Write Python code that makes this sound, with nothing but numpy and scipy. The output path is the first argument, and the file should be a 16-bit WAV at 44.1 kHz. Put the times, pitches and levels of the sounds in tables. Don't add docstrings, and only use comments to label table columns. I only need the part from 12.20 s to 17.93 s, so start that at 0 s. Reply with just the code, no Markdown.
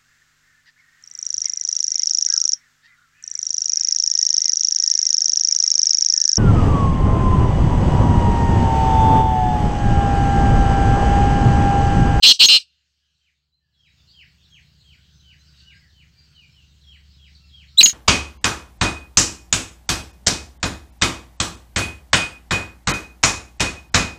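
import sys
import numpy as np
from scipy import signal
from scipy.fft import rfft, irfft, next_fast_len
from scipy.io import wavfile
from scipy.ndimage import uniform_filter1d, minimum_filter1d, map_coordinates

SR = 44100
rng = np.random.default_rng(int(sys.argv[2]) if len(sys.argv) > 2 else 0)


def inscribe(sig):
    pcm = np.round(np.clip(np.atleast_2d(sig).T, -1, 1) * 32767)
    wavfile.write(sys.argv[1], SR, pcm.astype(np.int16))


N = 252693
TIME = np.arange(N) / SR


def amp(db):
    return 10 ** (np.asarray(db) / 20)


def unit(x):
    return x / np.sqrt(np.mean(x ** 2) + 1e-20)


def curves(rows, t=TIME):
    knots, *columns = np.transpose(rows)
    return [np.interp(t, np.sort(knots), column) for column in columns]


def wobble(rate):
    knots = rng.standard_normal(int(N * rate / SR) + 4)
    return map_coordinates(knots, [TIME * rate])


def phase_of(hz):
    return 2 * np.pi * np.cumsum(hz) / SR


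def coloured(x, points):
    m = 2 * next_fast_len(N // 2 + 4096)
    hz, db = np.transpose(points)
    response_db = np.interp(np.log(np.fft.rfftfreq(m, 1 / SR) + 1), np.log(hz), db)
    cepstrum = irfft(np.log(amp(response_db)))
    cepstrum[1:m // 2] *= 2
    cepstrum[m // 2 + 1:] = 0
    return irfft(rfft(x, m) * np.exp(rfft(cepstrum)), m)[:N]


def scatter(x, delay, t60):
    t = TIME[:SR]
    decay = amp(-60 * np.abs(t - delay) / t60)
    onset = np.clip((t - delay) / 0.0029 + 1, 0, 1)
    tail = rng.standard_normal(SR) * decay * onset
    return signal.fftconvolve(x, tail / np.linalg.norm(tail))[:N]


def delayed(x, delay):
    return np.interp(TIME - delay, TIME, x, left=0)


def add(track, start, sound):
    part = track[max(round(start * SR), 0):][:len(sound)]
    part += sound[:len(part)]


def ramp(t, length):
    return np.clip(t / length, 0, 1)


# frequency [Hz], relative density [dB per Hz].
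AIR_SPECTRUM = [(40, -1), (250, 3), (450, -3.5), (1000, -4.5), (3000, -10), (9000, -16.5), (16000, -12.5)]


def air_noise(air_db=-73.0):
    return amp(air_db) * unit(coloured(rng.standard_normal(N), AIR_SPECTRUM))


# frequency [Hz], relative density [dB per Hz].
CHORUS_SPECTRUM = [(710, -40), (1200, -14.5), (1480, -7), (2220, -11), (2940, 0), (3530, -5.5), (4360, 1),
                   (5240, -5), (5710, -8), (6670, -9), (7780, -15.5), (9430, -22.5), (12000, -21),
                   (15600, -54), (22000, -120)]
# time [s], rms level [dB].
CHORUS_LEVEL = [(1.1, -57.5), (1.35, -72), (1.6, -65.5), (3.2, -64), (3.42, -58.5), (3.6, -65), (4.5, -64),
                (5.1, -63)]


def far_chorus(patchy_db=3):
    chorus_level, = curves(CHORUS_LEVEL)
    spectrogram = signal.stft(rng.standard_normal(N), nperseg=512)[2]
    patches = uniform_filter1d(rng.standard_normal(spectrogram.shape), size=7, axis=0)
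    patches = uniform_filter1d(patches, size=16, axis=1)
    wash = signal.istft(spectrogram * amp(patchy_db * unit(patches)), nperseg=512)[1][:N]
    return amp(chorus_level) * unit(coloured(wash, CHORUS_SPECTRUM))


# time [s], mean firing rate [per s], relative exhaust level [dB],
# relative hum level [dB].
ENGINE_COURSE = [(.5, 29.7, -72, -59), (1.9, 29.3, -65.5, -63.5), (3.3, 29.8, -62, -55.5),
                 (3.6, 29.7, -63, -60.5), (4.35, 27.3, -63.5, -60), (4.7, 26.7, -62.5, -51.5)]
# frequency [Hz], relative response [dB].
EXHAUST_RESPONSE = [(25, -22), (58, -5), (85, -2), (115, -4.5), (148, 0), (180, -7.5), (230, -20.5),
                    (400, -29.5), (900, -62)]


def engine(hum_hz=71, uneven_db=2.5, stumble=0.04, rumble=1.0, exhaust_db=3.5, hum_db=-2):
    rate, exhaust_level, hum_level = curves(ENGINE_COURSE)
    cycles = np.cumsum(rate * (1 + stumble * wobble(40))) / SR
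    firings = np.diff(np.floor(cycles), prepend=0) * amp(uneven_db * wobble(29))
    excitation = unit(firings) + rumble * rng.standard_normal(N)
    thuds = unit(coloured(excitation, EXHAUST_RESPONSE))
    hum = unit(np.sin(phase_of(hum_hz + .5 * wobble(2))))
    return amp(exhaust_level + exhaust_db) * thuds + amp(hum_level + hum_db) * hum


def glide(length, start_hz, end_hz, waver):
    u = np.linspace(0, 1, int(length * SR))
    flutter = map_coordinates(rng.standard_normal(size=256), [TIME[:len(u)] * 380])
    hz = (start_hz + (end_hz - start_hz) * u) * (1 + waver * flutter)
    return np.sqrt(2) * np.sin(np.pi * u) * np.sin(phase_of(hz))


# start [s], length [s], start pitch [Hz], end pitch [Hz],
# relative level [dB].
PEEPS = [(0.788, .12, 1670, 1623, -64), (1.316, 0.057, 3900, 4230, -50.5), (1.395, 0.088, 1840, 1618, -64),
         (1.658, 0.0338, 4070, 3733, -54.5), (1.867, 0.065, 4006, 5184, -54.5),
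         (2.27, 0.13, 6550, 6300, -66.5), (2.897, 0.15, 6150, 6180, -65), (2.967, 0.36, 1565, 1480, -74.5),
         (3.18, .065, 4010, 4090, -60), (3.249, .05, 5188, 4305, -59), (3.364, 0.055, 4677, 4360, -57),
         (3.379, .016, 5110, 3150, -57), (3.372, 0.29, 1508, 1680, -63.5), (3.528, .063, 4385, 5450, -59),
         (3.575, .13, 2274, 1574, -62.5), (3.947, 0.072, 2360, 2327, -66), (3.962, 0.0587, 4770, 4650, -57),
         (4.137, .083, 3196, 2684, -53), (4.146, 0.02973, 4652, 3592, -57),
         (4.206, 0.056, 2645, 2186, -53.5), (4.325, 0.11, 3260, 2566, -59), (4.459, 0.061, 6180, 6020, -70),
         (5.148, 0.0142, 4930, 3640, -47), (5.192, .08, 2755, 2652, -65), (5.202, .075, 1330, 1340, -67.5),
         (5.478, 0.023, 4547, 3797, -52), (5.515, 0.078, 1331, 1298, -69.5)]
TWITTER_PER_S, TWITTER_HZ, TWITTER_SPREAD_OCTAVES = 5.5, 4490, .25
TWITTER_FALL_OCTAVES, TWITTER_LENGTH_S, TWITTER_RELATIVE_DB = 0.18, .06, -65


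def peeps(direct_db=-5, wet_db=-2.0):
    song = np.zeros(N)
    for start, length, start_hz, end_hz, db in PEEPS:
        add(song, start, amp(db) * glide(length, start_hz, end_hz, waver=0.0083))
    for k in range(int(TWITTER_PER_S * N / SR)):
        hz = TWITTER_HZ * 2 ** (TWITTER_SPREAD_OCTAVES * rng.standard_normal())
        end_hz = hz * 2 ** (-TWITTER_FALL_OCTAVES * rng.uniform(.5, 2))
        chirp = glide(TWITTER_LENGTH_S, hz, end_hz, waver=0.026)
        add(song, (k + rng.random()) / TWITTER_PER_S, amp(TWITTER_RELATIVE_DB) * chirp)
    return amp(direct_db) * song + amp(wet_db) * scatter(song, delay=0.0095, t60=0.3)


# progress [-1 to 0 held note, 0 to 1 fall], pitch before
# transposition [Hz], relative level [dB].
SLUR_CONTOUR = [(-0.986, 3270, -9), (-0.52, 3200, 1.5), (-0.063, 3100, 0.5), (0.03, 3040, 3.5),
                (.25, 2680, 0), (0.65, 2129.93, 1), (.8, 1780, -2.5), (0.87, 1499.98, -18)]
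# time where the fall begins [s], held time [s], pitch ratio [1], relative level [dB].
SLURS = [(1.051, 0.06, 0.98, -50.5), (1.636, 0.098, 1.034, -52), (1.987, 0.056, 0.9995, -49.5),
         (2.343, .04, 1.0269, -50.5), (2.705, .065, 1, -53.5), (3.098, 0.071, 0.96, -52.5),
         (3.496, .05, 0.92, -50.5), (3.795, 0.057, .96, -57), (4.72, 0.086, 1.0303, -51.5),
         (5.039, .06, 1.035, -52.5), (5.394, 0.098, 1.015, -50)]
LEAD_AHEAD_S, LEAD_LENGTH_S, LEAD_START_HZ, LEAD_END_HZ, LEAD_DB = .12, 0.05, 4530, 3402, -5


def slurs(waver=0.0068, fall=0.061, direct_db=-7.5, wet_db=-7, fading_db=2, echo_s=0.023, echo_db=-9):
    song, flutter = np.zeros(N), 1 + waver * wobble(270)
    for fall_start, hold, ratio, db in SLURS:
        t = np.arange(-hold, fall, 1 / SR)
        hz, shape_db = curves(SLUR_CONTOUR, t / np.where(t < 0, hold, fall))
        hz = hz * ratio * np.interp(fall_start + t, TIME, flutter)
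        level = amp(db + shape_db + fading_db * wobble(61.3)[:len(t)])
        add(song, fall_start - hold, level * np.sqrt(2) * np.sin(phase_of(hz)))
        lead = glide(LEAD_LENGTH_S, LEAD_START_HZ, LEAD_END_HZ, waver=0.03328)
        add(song, fall_start - LEAD_AHEAD_S, amp(db + LEAD_DB) * lead)
    song = song + amp(echo_db) * delayed(song, echo_s)
    return amp(direct_db) * song + amp(wet_db) * scatter(song, delay=0.0042, t60=0.3)


# time [s], relative level [dB].
CRACKS = [(.029, -15), (0.1966, -13), (0.2608, -5), (0.2854, -9), (5.6091, 3), (5.615, 1.5), (5.6298, 12.5),
          (5.6594, 13.5)]
# frequency [Hz], relative response [dB].
CRACK_COLOUR = [(60, -24.5), (250, -6.5), (700, -17.5), (1400, -13.5), (2800, 0), (4300, 2), (8000, -7),
                (11000, -11), (16000, -13.5)]


def cracks(t60=0.0092):
    track, t = np.zeros(N), TIME[:SR // 25]
    for start, db in CRACKS:
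        add(track, start, amp(db - 60 * t / t60) * rng.standard_normal(len(t)))
    return coloured(track, CRACK_COLOUR)


def whistle(hz, second_db=-18, third_db=-34, hiss_db=-29):
    phase = phase_of(hz)
    overtones = amp(second_db) * np.sin(2 * phase) + amp(third_db) * np.sin(3 * phase)
    return np.sin(phase) + overtones + amp(hiss_db) * rng.standard_normal(len(hz))


# centre after the start [s], width [s],
# size at full bend [octaves].
BENDS = [(.028, .012, -.12), (.067, .025, .25)]
DROOP_OCTAVES = .35
EFFORT_S, EFFORT_DB = 0.025, 1.5
SLACK_TRILL_HZ, FULL_TRILL_HZ = 216.1, 253
SOFT_DEPTH_OCTAVES, LOUD_DEPTH_OCTAVES = 0.34, .51


def rasp(length, hz, bend, attack, release, db, swell_db, rate_jitter=0.022, grit=0.1, throb_db=3.5,
         steepness=1.4, uneven=.06, shimmer_db=0.14):
    t = np.arange(0, length, 1 / SR)
    effort = ramp(np.minimum(t, length - t), EFFORT_S)
    dying = 1 - ramp(length - t, release)
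    loudness = ramp(t, attack) * (1 - dying)

    rate = SLACK_TRILL_HZ + (FULL_TRILL_HZ - SLACK_TRILL_HZ) * effort
    swing = np.sin(phase_of(rate * (1 + rate_jitter * wobble(250)[:len(t)])))
    depth = SOFT_DEPTH_OCTAVES + (LOUD_DEPTH_OCTAVES - SOFT_DEPTH_OCTAVES) * loudness
    depth = depth * (1 + uneven * wobble(400)[:len(t)])

    bends = sum(size * np.exp(-((t - at) / width) ** 2) for at, width, size in BENDS)
    centre = bend * bends - DROOP_OCTAVES * dying ** 2
    trill = depth * (swing + grit * wobble(2200)[:len(t)])
    tone = whistle(hz * 2 ** (centre + trill))

    level_db = db + swell_db * (t / length - .5) + shimmer_db * wobble(500)[:len(t)]
    level_db = level_db - EFFORT_DB * (2 - effort)
    level_db = level_db - throb_db * swing * 2 * depth
    return loudness ** steepness * amp(level_db) * tone


SQUEAK_RELEASE_S, SQUEAK_ROUNDNESS, SQUEAK_ONSET_POWER = .001, 1.5, 1.7


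def squeak(length, start_hz, turn_hz, end_hz, turn, attack, db, swell_db, waver=0.0035, shimmer_db=1):
    t = np.arange(0, length, 1 / SR)
    u = t / length
    away_from_turn = np.interp(u, [0, turn, 1], [1, 0, 1]) ** SQUEAK_ROUNDNESS
    hz = turn_hz + (np.where(u < turn, start_hz, end_hz) - turn_hz) * away_from_turn
    level = amp(db + swell_db * (u - .5) + shimmer_db * wobble(300)[:len(t)])
    envelope = ramp(t, attack) ** SQUEAK_ONSET_POWER * ramp(length - t, SQUEAK_RELEASE_S)
    return envelope * level * whistle(hz * (1 + waver * wobble(900)[:len(t)]))


# start [s], length [s], centre pitch before bends [Hz], bend [0-1], attack [s],
# release [s], relative level [dB], level change from start to end [dB].
RASPS = [(0.022, 0.11021, 3794, .9, 0.016, .017, 3.5, 1.5), (0.19, .07, 3736, 1, .018, 0.00073, 3, 1),
         (0.284, 0.11, 3699, .15, 0.0011, .028, -1.5, -3.5)]
# start [s], length [s], start pitch [Hz], turning pitch [Hz], end pitch [Hz],
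# turn [share of length], attack [s], relative level [dB], level change from start to end [dB].
SQUEAKS = [(0.2595, 0.024, 6528, 6608, 6384, .3, .001, -9, -4.5),
           (5.5723, .036, 3198, 4080, 3700, 0.6, .0095, 0.5, 8),
           (5.608, 0.0076, 3400, 2520, 2400, 0.6069, 0.0013, 10, 7),
           (5.611, 0.0065, 4900, 4701, 4100, .4, 0.0022, 1, -7.5),
           (5.6303, 0.025, 6203, 6839, 6359, .52, .004, 13.5, 1),
           (5.6578, 0.0045, 5278, 2974, 2828, .5, 0.00079, 6.5, -8.5)]


def syrinx():
    voice = np.zeros(N)
    for start, *note in RASPS:
        add(voice, start, rasp(*note))
    for start, *note in SQUEAKS:
        add(voice, start, squeak(*note))
    return voice


# frequency [Hz], response [dB].
THROAT = [(300, -19), (1500, -12), (2100, -21.5), (2450, -10.5), (2800, -6.5), (3450, -5.5), (4150, 2.5),
          (4900, -7), (5800, -4), (6700, -2), (8300, 1.5), (10000, -9.5), (16000, -6.5)]
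# frequency [Hz], width [Hz], level [dB].
RINGS = [(2786, 55, -0.5), (4380, 350, -7.5)]


def francolin_voice():
    voice = coloured(syrinx(), THROAT) + cracks()
    ringing = 0
    for hz, width, db in RINGS:
        ringing = ringing + amp(db) * signal.lfilter(*signal.iirpeak(hz, hz / width, fs=SR), voice)
    return voice + ringing


# delay [s], level [dB].
CAGE = [(.00095, -10), (.0024, -16), (.0045, -19), (.0063, -20)]


def cage_reflections(voice):
    return sum(amp(db) * delayed(voice, delay) for delay, db in CAGE)


# frequency [Hz], response [dB].
FOLIAGE = [(500, -5), (1500, 12), (2200, 7), (2800, 0), (4200, 4), (5300, 11), (6700, 6.5), (8800, 12.5),
           (14000, 5)]


def surroundings(voice, near_db=-28, echo_db=-28, far_db=-50, far_top_hz=6000):
    thrown = coloured(voice, FOLIAGE)
    near = amp(near_db) * scatter(thrown, delay=.008, t60=.15)
    echo = amp(echo_db) * scatter(thrown, delay=.037, t60=0.071)
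    dull = signal.sosfilt(signal.butter(2, far_top_hz, fs=SR, output="sos"), voice)
    return near + echo + amp(far_db) * scatter(dull, delay=.05, t60=.75)


def francolin():
    voice = francolin_voice()
    return voice + cage_reflections(voice) + surroundings(voice)


def scene(francolin_db=15.5):
    background = air_noise() + far_chorus() + engine() + peeps() + slurs()
    return (background + amp(francolin_db) * francolin())[None]


def gain_control(x, threshold_db=-24, cut_db=17.0, hold=1.02, recovery=.36):
    since_loud = TIME - np.maximum.accumulate(TIME * (np.abs(x) > amp(threshold_db)))
    cut = uniform_filter1d(1 - ramp(since_loud - hold, recovery), size=45)
    return x * amp(-cut_db * cut)


def limiter(x, ceiling=1.057):
    needed = np.minimum(1, ceiling / (np.abs(x) + 1e-9))
    return x * uniform_filter1d(minimum_filter1d(needed, size=133), size=89)


def overload(x, top=0.72, hardness=4, lopsided=0.11, buzz=0.2, buzz_hz=1100):
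    x = x / (1 + np.abs(x / top) ** hardness) ** (1 / hardness)
    square = signal.sosfilt(signal.butter(3, 160, "high", fs=SR, output="sos"), x ** 2)
    low = signal.sosfilt(signal.butter(2, buzz_hz, fs=SR, output="sos"), square)
    return x + lopsided * square + buzz * low


# frequency [Hz], response [dB].
MICROPHONE = [(100, 1), (2000, 0.5), (4000, 1.5), (5200, 1), (6600, 0), (8000, 3), (8700, -4), (9500, -9),
              (9950, -13.5), (10700, -6.5), (11800, -4.5), (15500, 1)]
TOP_HZ, TOP_SLOPE_HZ = 16200, 500


def record(dry):
    x = overload(limiter(gain_control(dry[0])))
    m = next_fast_len(N + SR // 2)
    band = ramp(TOP_HZ - np.fft.rfftfreq(m, 1 / SR), TOP_SLOPE_HZ)
    return irfft(rfft(coloured(x, MICROPHONE), m) * band, m)[None, :N]


dry = scene()
out = record(dry)
inscribe(out)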